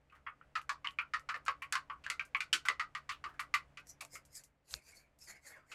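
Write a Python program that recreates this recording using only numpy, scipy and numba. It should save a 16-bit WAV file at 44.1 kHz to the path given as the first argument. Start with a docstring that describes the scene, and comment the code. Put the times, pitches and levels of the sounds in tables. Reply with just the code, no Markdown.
"""Beating batter in a plastic bowl

A quiet room, the microphone close to a hand-held bowl. A metal spoon beats thin batter, and each stroke
knocks the wall: a short clack, then the bowl's crowded, quickly damped modes. The batter gulps and smacks.
Later the spoon scrapes the sides in gritty sweeps. A faint hum lies underneath."""
import sys
import numpy as np
from scipy import signal
from scipy.fft import rfft, irfft, next_fast_len
from scipy.io import wavfile
from numba import njit

SR = 44100
rng = np.random.default_rng(int(sys.argv[2]) if len(sys.argv) > 2 else 0)


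def store_pcm(level_fs):
    """Save levels as 16-bit WAV."""
    pcm = np.round(np.clip(level_fs, -1, 1) * 32767).astype(np.int16)
    wavfile.write(sys.argv[1], SR, np.atleast_2d(pcm).T)


N = 253134
TIME = np.arange(N) / SR
RING_TIME = TIME[:SR // 3]  # time axis of one short event

# Spoon on bowl, about seven beats a second, some touching twice. Columns: t/s, relative ring level/dB,
# bare-metal treble against the ring/dB, relative clack level/dB, contact f/Hz, strongest wall mode f/Hz
KNOCKS = [(0.098, -77, -15, -67, 2590, 1410), (0.122, -67, -24, -82, 1240, 1206),
          (0.264, -47.5, -33, -69, 1750, 1220), (0.411, -71.5, -40, -54.5, 1340, 1390),
          (0.553, -40, -13, -48, 1540, 1300), (0.692, -41, -10, -34.5, 1700, 1100),
          (0.844, -44.5, -17, -71, 2040, 1110), (0.871, -55, -14.5, -33, 3000, 1110),
          (0.986, -40.5, -21, -32, 2370, 1390), (1.135, -38, -14.5, -43, 1850, 1290),
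          (1.288, -41.5, -13, -58, 1500, 1290), (1.341, -46, -17, -42.5, 1790, 1210),
          (1.461, -54.5, -6.5, -47.5, 1410, 1430), (1.48, -39.5, -16, -26.5, 1250, 1130),
          (1.619, -48, -19, -55, 2335, 1100), (1.723, -42.5, -2.5, -35.5, 1760, 1600),
          (1.752, -41, -10.5, -30, 1530, 1060), (1.897, -48.5, -25, -56, 1130, 1136),
          (2.038, -59, -7.5, -60, 2850, 1420), (2.063, -53, -15.5, -36.5, 1640, 1590),
          (2.099, -45.5, -3.5, -32, 2080, 1410), (2.194, -45.5, -16.5, -35, 2353, 1580),
          (2.347, -39, -23, -28, 2252, 1130), (2.404, -45.5, -6.5, -34.5, 2400, 1490),
          (2.528, -35.5, -1.5, -28.5, 3100, 1490), (2.651, -46, -11.5, -62, 1270, 1410),
          (2.684, -38.5, -10, -22.5, 2000, 1160), (2.795, -39, -13.5, -39, 1957, 1230),
          (2.949, -45.5, -12.5, -39.5, 1900, 1210), (3.091, -43.5, -8.5, -65, 1800, 1230),
          (3.239, -47, -14.5, -45.5, 1400, 1200), (3.393, -43, -13, -34.5, 1960, 1230),
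          (3.539, -34.5, -11.5, -27, 2047, 1192), (3.771, -56, -9.5, -50, 2550, 1570),
          (4.006, -54, -5, -57, 2510, 1140), (4.153, -56.5, -20, -49.5, 2150, 1280),
          (5.715, -55, -6.5, -64, 2590, 1410)]
# Spectrum of the struck bowl: f/Hz, level/dB
BOWL_SPECTRUM = [(250, -39), (450, -30), (720, -22.5), (950, -11), (1120, -3.5), (1500, -6), (2000, -2),
                 (2950, -5), (3400, -14), (4500, -19.5), (7300, -19.5), (10500, -32), (13500, -41.5),
                 (16000, -60)]
# Spectrum of the scraping edge and the crackling batter: f/Hz, level/dB
GRIT_SPECTRUM = [(1500, -48.5), (3400, -16.5), (4500, -6.5), (5600, -3.5), (7500, 0), (9000, -3.5),
                 (12000, -5), (14000, -14), (16000, -35.5)]


def undb(db):
    """Decibels to amplitude."""
    return 10 ** (np.asarray(db) / 20)


def unit(x):
    """Scale to rms 1."""
    return x / np.sqrt(np.mean(x ** 2) + 1e-30)


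def add(out, at_s, x):
    """Mix x into out from at_s on."""
    i = max(int(at_s * SR), 0)
    out[i:i + len(x)] += x[:max(N - i, 0)]


def shape(x, gain):
    """Filter by a gain that is a function of frequency."""
    return irfft(rfft(x) * gain(np.fft.rfftfreq(len(x), 1 / SR) + 1), len(x))


def noise(gain, samples=len(RING_TIME)):
    """White noise filtered by gain(f)."""
    return shape(rng.standard_normal(samples), gain)


def colour(hz, spectrum):
    """Gain at hz of a spectrum given as f/Hz, level/dB."""
    f, db = np.transpose(spectrum)
    return undb(np.interp(np.log(hz), np.log(f), db))


def drift(rate_hz):
    """Smooth random drift, spread near 1."""
    knots = rng.standard_normal(4096)
    return np.interp(TIME * rate_hz, np.arange(len(knots)), knots)


def fade(t60, t=RING_TIME):
    """Exponential decay, 60 dB in t60 seconds."""
    return np.exp(-np.log(1000) * t / t60)


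@njit
def resonate(x, hz, width_hz):
    """State-variable band-pass with a moving centre."""
    y = np.empty(len(x))
    band_state, low_state = 0., 0.
    for i in range(len(x)):
        g = np.tan(np.pi * hz[i] / SR)
        damping = width_hz / hz[i]
        band = (band_state + g * (x[i] - low_state)) / (1 + g * (g + damping))
        band_state = 2 * band - band_state
        low_state += 2 * g * band
        y[i] = damping * band
    return y


def room_tone(waver_db=2, hum_db=-1):
    """Low room noise and a wavering hum, perhaps a fan."""
    # Spectrum of the room noise: f/Hz, level/dB
    air_spectrum = [(20, -6), (40, -3), (65, 4), (110, -6), (200, -8.5), (350, -14), (580, -9.5),
                    (1000, -16), (2200, -19), (4000, -32), (8000, -36.5), (16000, -50.5)]
    # Course of noise and hum together: t/s, level/dB
    levels = [(0, -74), (.6, -69.5), (3.6, -68.5), (4.3, -70), (4.6, -78), (5.74, -76)]
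    # Partials of the hum: f/Hz, relative level/dB
    partials = [(68.5, -9), (140, -6), (290, -12)]
    level_db = np.interp(TIME, *np.transpose(levels))
    air = unit(noise(lambda f: colour(f, air_spectrum), N)) * undb(drift(2.2))
    hum = sum(undb(db + waver_db * drift(4.6)) * np.sin(2 * np.pi * hz * TIME + .26 * drift(26))
              for hz, db in partials)
    return undb(level_db) * (air + undb(hum_db) * np.sqrt(2) * hum)


def reflections(x, tail_db=-25, t60=.16, echo_db=-7, echo_s=.0145, echo_top_hz=3000):
    """One dull reflection from a nearby wall and a weak tail."""
    t = TIME[:SR]
    tail = noise(lambda f: 1 / np.hypot(1, (f / 4500) ** 2), SR) * fade(t60, t) * (t > echo_s)
    out = undb(tail_db) * signal.fftconvolve(x, tail / np.linalg.norm(tail))[:N]
    echo = shape(x, lambda f: 1 / np.hypot(1, (f / echo_top_hz) ** 2))
    add(out, echo_s, undb(echo_db) * echo)
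    return out


def bump(at_s=4.744, width_s=.035, level_db=-60, top_hz=105):
    """The bowl shifts in the hand with a soft thud as the spoon turns."""
    thud = noise(lambda f: (f > 50) / (1 + (f / top_hz) ** 3), N)
    push = np.exp(-((TIME - at_s) / width_s) ** 2)
    return undb(level_db) * unit(thud * push) * np.sqrt(np.mean(push ** 2))


def grit(per_s, spread_db):
    """Dense micro-slips of uneven size."""
    size = undb(spread_db * np.minimum(rng.exponential(size=N), 5))
    return unit((rng.random(N) < per_s / SR) * size * rng.standard_normal(N))


def batter_crackle(level_db=-66, lag_s=.029, spread_s=.015, low_cut_hz=8000, force_share=.41):
    """Batter closes behind the spoon with a fine sticky crackle, more after hard strokes."""
    wakes = [np.exp(-((TIME - at_s - lag_s) / spread_s) ** 2) * undb(force_share * (ring_db + treble_db))
             for at_s, ring_db, treble_db, *_ in KNOCKS]
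    wake = np.max(wakes, axis=0)
    crackle = shape(grit(per_s=5000, spread_db=2.5),
                    lambda f: colour(f, GRIT_SPECTRUM) / np.hypot(1, (low_cut_hz / f) ** 2))
    return undb(level_db) * wake / wake.max() * unit(crackle)


def gulps_and_drags(log_width=.29, t60=.13, build_s=.004):
    """Pockets of air close under the folding batter and ring dully; brief drags of the spoon along the wall
    ring the bowl the same way."""
    # Air pockets and brief spoon drags: t/s, f/Hz, level/dB
    events = [(0.149, 1330, -56), (0.56, 910, -51), (0.7, 885, -51), (1.345, 545, -53.5),
              (1.484, 557, -50), (1.76, 650, -70), (2.105, 537, -61), (2.543, 320, -53.5),
              (2.691, 545, -47.5), (3.113, 2800, -46), (3.258, 360, -61.5), (3.286, 1240, -51),
              (3.337, 1370, -59), (4.016, 700, -52), (4.13, 490, -59)]
    out = np.zeros(N)
    for at_s, hz, db in events:
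        burst = unit(noise(lambda f: 1 / (1 + (np.log(f / hz) / log_width) ** 2)))
        add(out, at_s, undb(db) * burst * fade(t60) * (1 - np.exp(-RING_TIME / build_s)))
    return out


def ticks(rustle_t60=.11, ring_cycles=7):
    """The spoon's edge ticks and parting batter smacks: tiny snaps, each with a slight wet rustle."""
    # Snaps: t/s, peak level/dB, f/Hz, rustle level/dB
    snaps = [(0.615, -43.5, 2560, -68), (0.908, -44, 3470, -70), (1.196, -45, 6000, -70),
             (1.363, -39, 2320, -86), (1.453, -45.5, 9000, -65), (1.622, -44, 11500, -60.5),
             (1.7251, -17.5, 7440, -54), (2.252, -53, 6950, -64.5), (2.367, -62, 11000, -64.5),
             (2.657, -43, 11500, -54), (3.402, -35, 10400, -53), (3.546, -30, 11000, -49),
             (3.870, -45, 7440, -60.5), (4.01, -34, 6900, -49), (4.050, -37, 7340, -62),
             (4.155, -37, 6350, -53.5), (4.252, -52, 6900, -64.5), (4.353, -57.5, 5160, -52),
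             (4.437, -49.5, 6170, -58.5), (4.709, -43, 4310, -69), (4.74, -20, 4250, -54),
             (5.188, -59, 9000, -66)]
    out = np.zeros(N)
    for at_s, snap_db, hz, rustle_db in snaps:
        snap = clack(hz, t60=ring_cycles / hz, crack=.075, crack_t60=.01)
        rustle = unit(noise(lambda f: colour(f, GRIT_SPECTRUM))) * fade(rustle_t60)
        add(out, at_s, undb(snap_db) * snap / np.abs(snap).max() + undb(rustle_db) * rustle)
    return out


def rub(spectrum, flicker_db=3.8):
    """Friction of dense micro-slips; each band swells and sinks as the contact shifts."""
    slips = grit(per_s=16000, spread_db=2.2)
    edges_hz = np.r_[0, np.geomspace(400, 16000, 48)]
    size = next_fast_len(N, True)
    f = np.fft.rfftfreq(size, 1 / SR) + 1
    coloured = rfft(slips, size) * colour(f, spectrum)
    out = np.zeros(N)
    for lo, hi in zip(edges_hz, edges_hz[1:]):
        band = irfft(coloured * (f > lo) * (f <= hi), size)[:N]
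        out += band * undb(flicker_db * drift(40))
    return unit(out)


def swell(since, rise, fall, drop_db=24.5, roundness=1.33):
    """Pressure of a stroke: it builds to 1 and eases off, drop_db down after one fall time."""
    away = np.minimum(np.maximum(-since / rise, since / fall), 10)
    return undb(-drop_db * away ** roundness)


def scrapes(wall_linger=1.68, sag_octaves_per_s=.7, upper_edge_hz=6800, judder_db=1.7, catch_db=2):
    """The spoon's edge slips and catches along the wall; the firmest stroke leads the resonances."""
    # Strokes: firmest pressure t/s, rise/s, edge fall/s, edge level/dB, wall level/dB,
    # wall resonance f/Hz, lower edge resonance f/Hz
    strokes = [(3.899, 0.033, 0.046, -54.5, -73, 1970, 5700), (4.14, 0.038, .06, -53, -67, 2140, 4970),
               (4.366, 0.057, 0.066, -52, -67, 2010, 4860), (4.731, 0.059, 0.061, -49.5, -56.5, 2670, 4240),
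               (4.893, 0.1, 0.077, -61.5, -63, 2400, 4670), (4.966, 0.058, 0.092, -62.5, -66, 2260, 4470),
               (5.219, 0.026, 0.18, -59, -70, 2440, 5000), (5.288, 0.029, 0.073, -52.5, -55, 1905, 4390),
               (5.361, .03, 0.029, -66, -59, 2210, 4700), (5.476, 0.057, 0.084, -54.5, -54.5, 1850, 4360),
               (5.562, 0.038, .075, -72.5, -61, 1440, 4860), (5.727, 0.06, 0.045, -62.5, -61, 1974, 4400)]
    # Spectrum of the rubbed wall: f/Hz, level/dB
    wall_spectrum = [(150, -6.5), (400, -5.5), (580, -1.5), (850, -6), (1200, -6), (1600, -4), (2300, -5),
                     (2900, -15.5), (3400, -19), (5000, -41.5)]
    at_s, rise, fall, edge_db, wall_db, bowl_hz, edge_hz = np.transpose(strokes)[:, :, None]
    since = TIME - at_s
    on_edge = undb(edge_db) * swell(since, rise, fall)
    on_wall = undb(wall_db) * swell(since, rise, fall * wall_linger)
    # resonances sink as more of the spoon touches
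    sag = 2 ** (-sag_octaves_per_s * np.clip(since, -rise, fall))
    wobble = 1 + .025 * drift(35)
    lower_hz = wobble * np.average(edge_hz * sag, axis=0, weights=on_edge ** 2 + 1e-30)
    wall_hz = np.exp(.059 * drift(45)) * np.average(bowl_hz * sag, axis=0, weights=on_wall ** 2 + 1e-30)
    edge, wall = rub(GRIT_SPECTRUM), rub(wall_spectrum)
    lower_ring = unit(resonate(edge, lower_hz, width_hz=350.))
    upper_ring = unit(resonate(edge, upper_edge_hz * wobble, width_hz=700.))
    wall_ring = unit(resonate(wall, wall_hz, width_hz=220.))
    edge = unit(edge + .79 * lower_ring + .28 * upper_ring)
    wall = unit(undb(catch_db * drift(50)) * (wall + 1.48 * wall_ring))
    return undb(judder_db * drift(100)) * (on_edge.max(axis=0) * edge + on_wall.max(axis=0) * wall)


def hardness(hz, top_db, neutral_db=-2, knee_hz=5000):
    """A harder contact lifts the treble above the knee."""
    return undb((top_db - neutral_db) * np.clip(np.log2(hz / knee_hz), 0, 1))


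def clack(hz, t60, crack, crack_t60, top_db=0, edge_top_hz=11000):
    """First contact: a few cycles of one resonance and a crack of the hard edge."""
    def gain(f):
        bright = colour(f, BOWL_SPECTRUM) * np.sqrt(f) * hardness(f, top_db)
        return bright / np.hypot(1, (f / edge_top_hz) ** 3)
    tone = np.sin(2 * np.pi * hz * RING_TIME) * fade(t60)
    click = tone + crack * unit(noise(gain)) * fade(crack_t60)
    # the clack starts softly over about one cycle and carries little bass
    click *= 1 - np.exp(-(2 * hz * RING_TIME) ** 2)
    return signal.sosfilt(signal.butter(2, 800, "high", fs=SR, output="sos"), click)


def bowl_modes(lo_hz, hi_hz, t60, build_s, mode_hz, top_db, hump_log_width=.17, mode_width_hz=26):
    """Crowded modes with random phases; the place of the blow favours one mode and its neighbours."""
    def gain(f):
        hump = 1 + undb(7) / (1 + (np.log(f / mode_hz) / hump_log_width) ** 2)
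        mode = 1 + undb(8) / (1 + ((f - mode_hz) / mode_width_hz) ** 2) / 2
        return colour(f, BOWL_SPECTRUM) * hump * mode * hardness(f, top_db) * (f > lo_hz) * (f < hi_hz)
    envelope = fade(t60) * (1 - np.exp(-RING_TIME / build_s))
    return unit(noise(gain) * envelope) * np.sqrt(np.mean(envelope ** 2))


def knocks(family_gains_db=(8.6, 8.3, 8), contact_s=.0012, spoon_hz=4500, lean_db_per_octave=11.5):
    """Each blow of the spoon clacks and sets three families of bowl modes ringing."""
    # Low, middle and high modes of the bowl: lowest f/Hz, highest f/Hz, t60/s, build-up/s
    families = [(198.7, 1600, 0.13, 0.0038), (1613, 3400, 0.096, 0.0027), (3330, 16000, 0.12, 0.00083)]
    out = np.zeros(N)
    for at_s, ring_db, treble_db, clack_db, contact_hz, wall_hz in KNOCKS:
        # a higher-pitched contact favours the middle modes over the low ones
        lean_db = lean_db_per_octave * np.log2(contact_hz / 1800)
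        top_db = treble_db + 8  # the top octave follows the bare-metal treble
        favoured_hz = (wall_hz, contact_hz, spoon_hz)
        shares_db = (-lean_db / 2, lean_db / 2, treble_db)
        for family, hz, share_db, gain_db in zip(families, favoured_hz, shares_db, family_gains_db):
            ring = bowl_modes(*family, hz, top_db)
            add(out, at_s + contact_s / 2, undb(ring_db + share_db + gain_db) * ring)
        # a film of batter cushions the blow and takes the crack away
        bare = min(undb(treble_db - lean_db / 2), 1)
        click = clack(contact_hz, t60=.016, crack=1.14 * bare, crack_t60=.017, top_db=top_db)
        click /= np.sqrt(np.mean(click[:SR // 250] ** 2))  # rms 1 over the first 4 ms
        add(out, at_s + contact_s, undb(clack_db + .5) * click)
    return out


def scene():
    """The bowl sounds into the room; ticks and crackle reach the mono microphone only directly."""
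    bowl = knocks() + gulps_and_drags() + scrapes() + bump()
    return (bowl + reflections(bowl) + ticks() + batter_crackle() + room_tone())[None]


def record(dry):
    """The recorder cuts steeply above 15.8 kHz."""
    return signal.sosfilt(signal.ellip(8, .2, 70, 15800, fs=SR, output="sos"), dry)


dry = scene()
out = record(dry)
store_pcm(out)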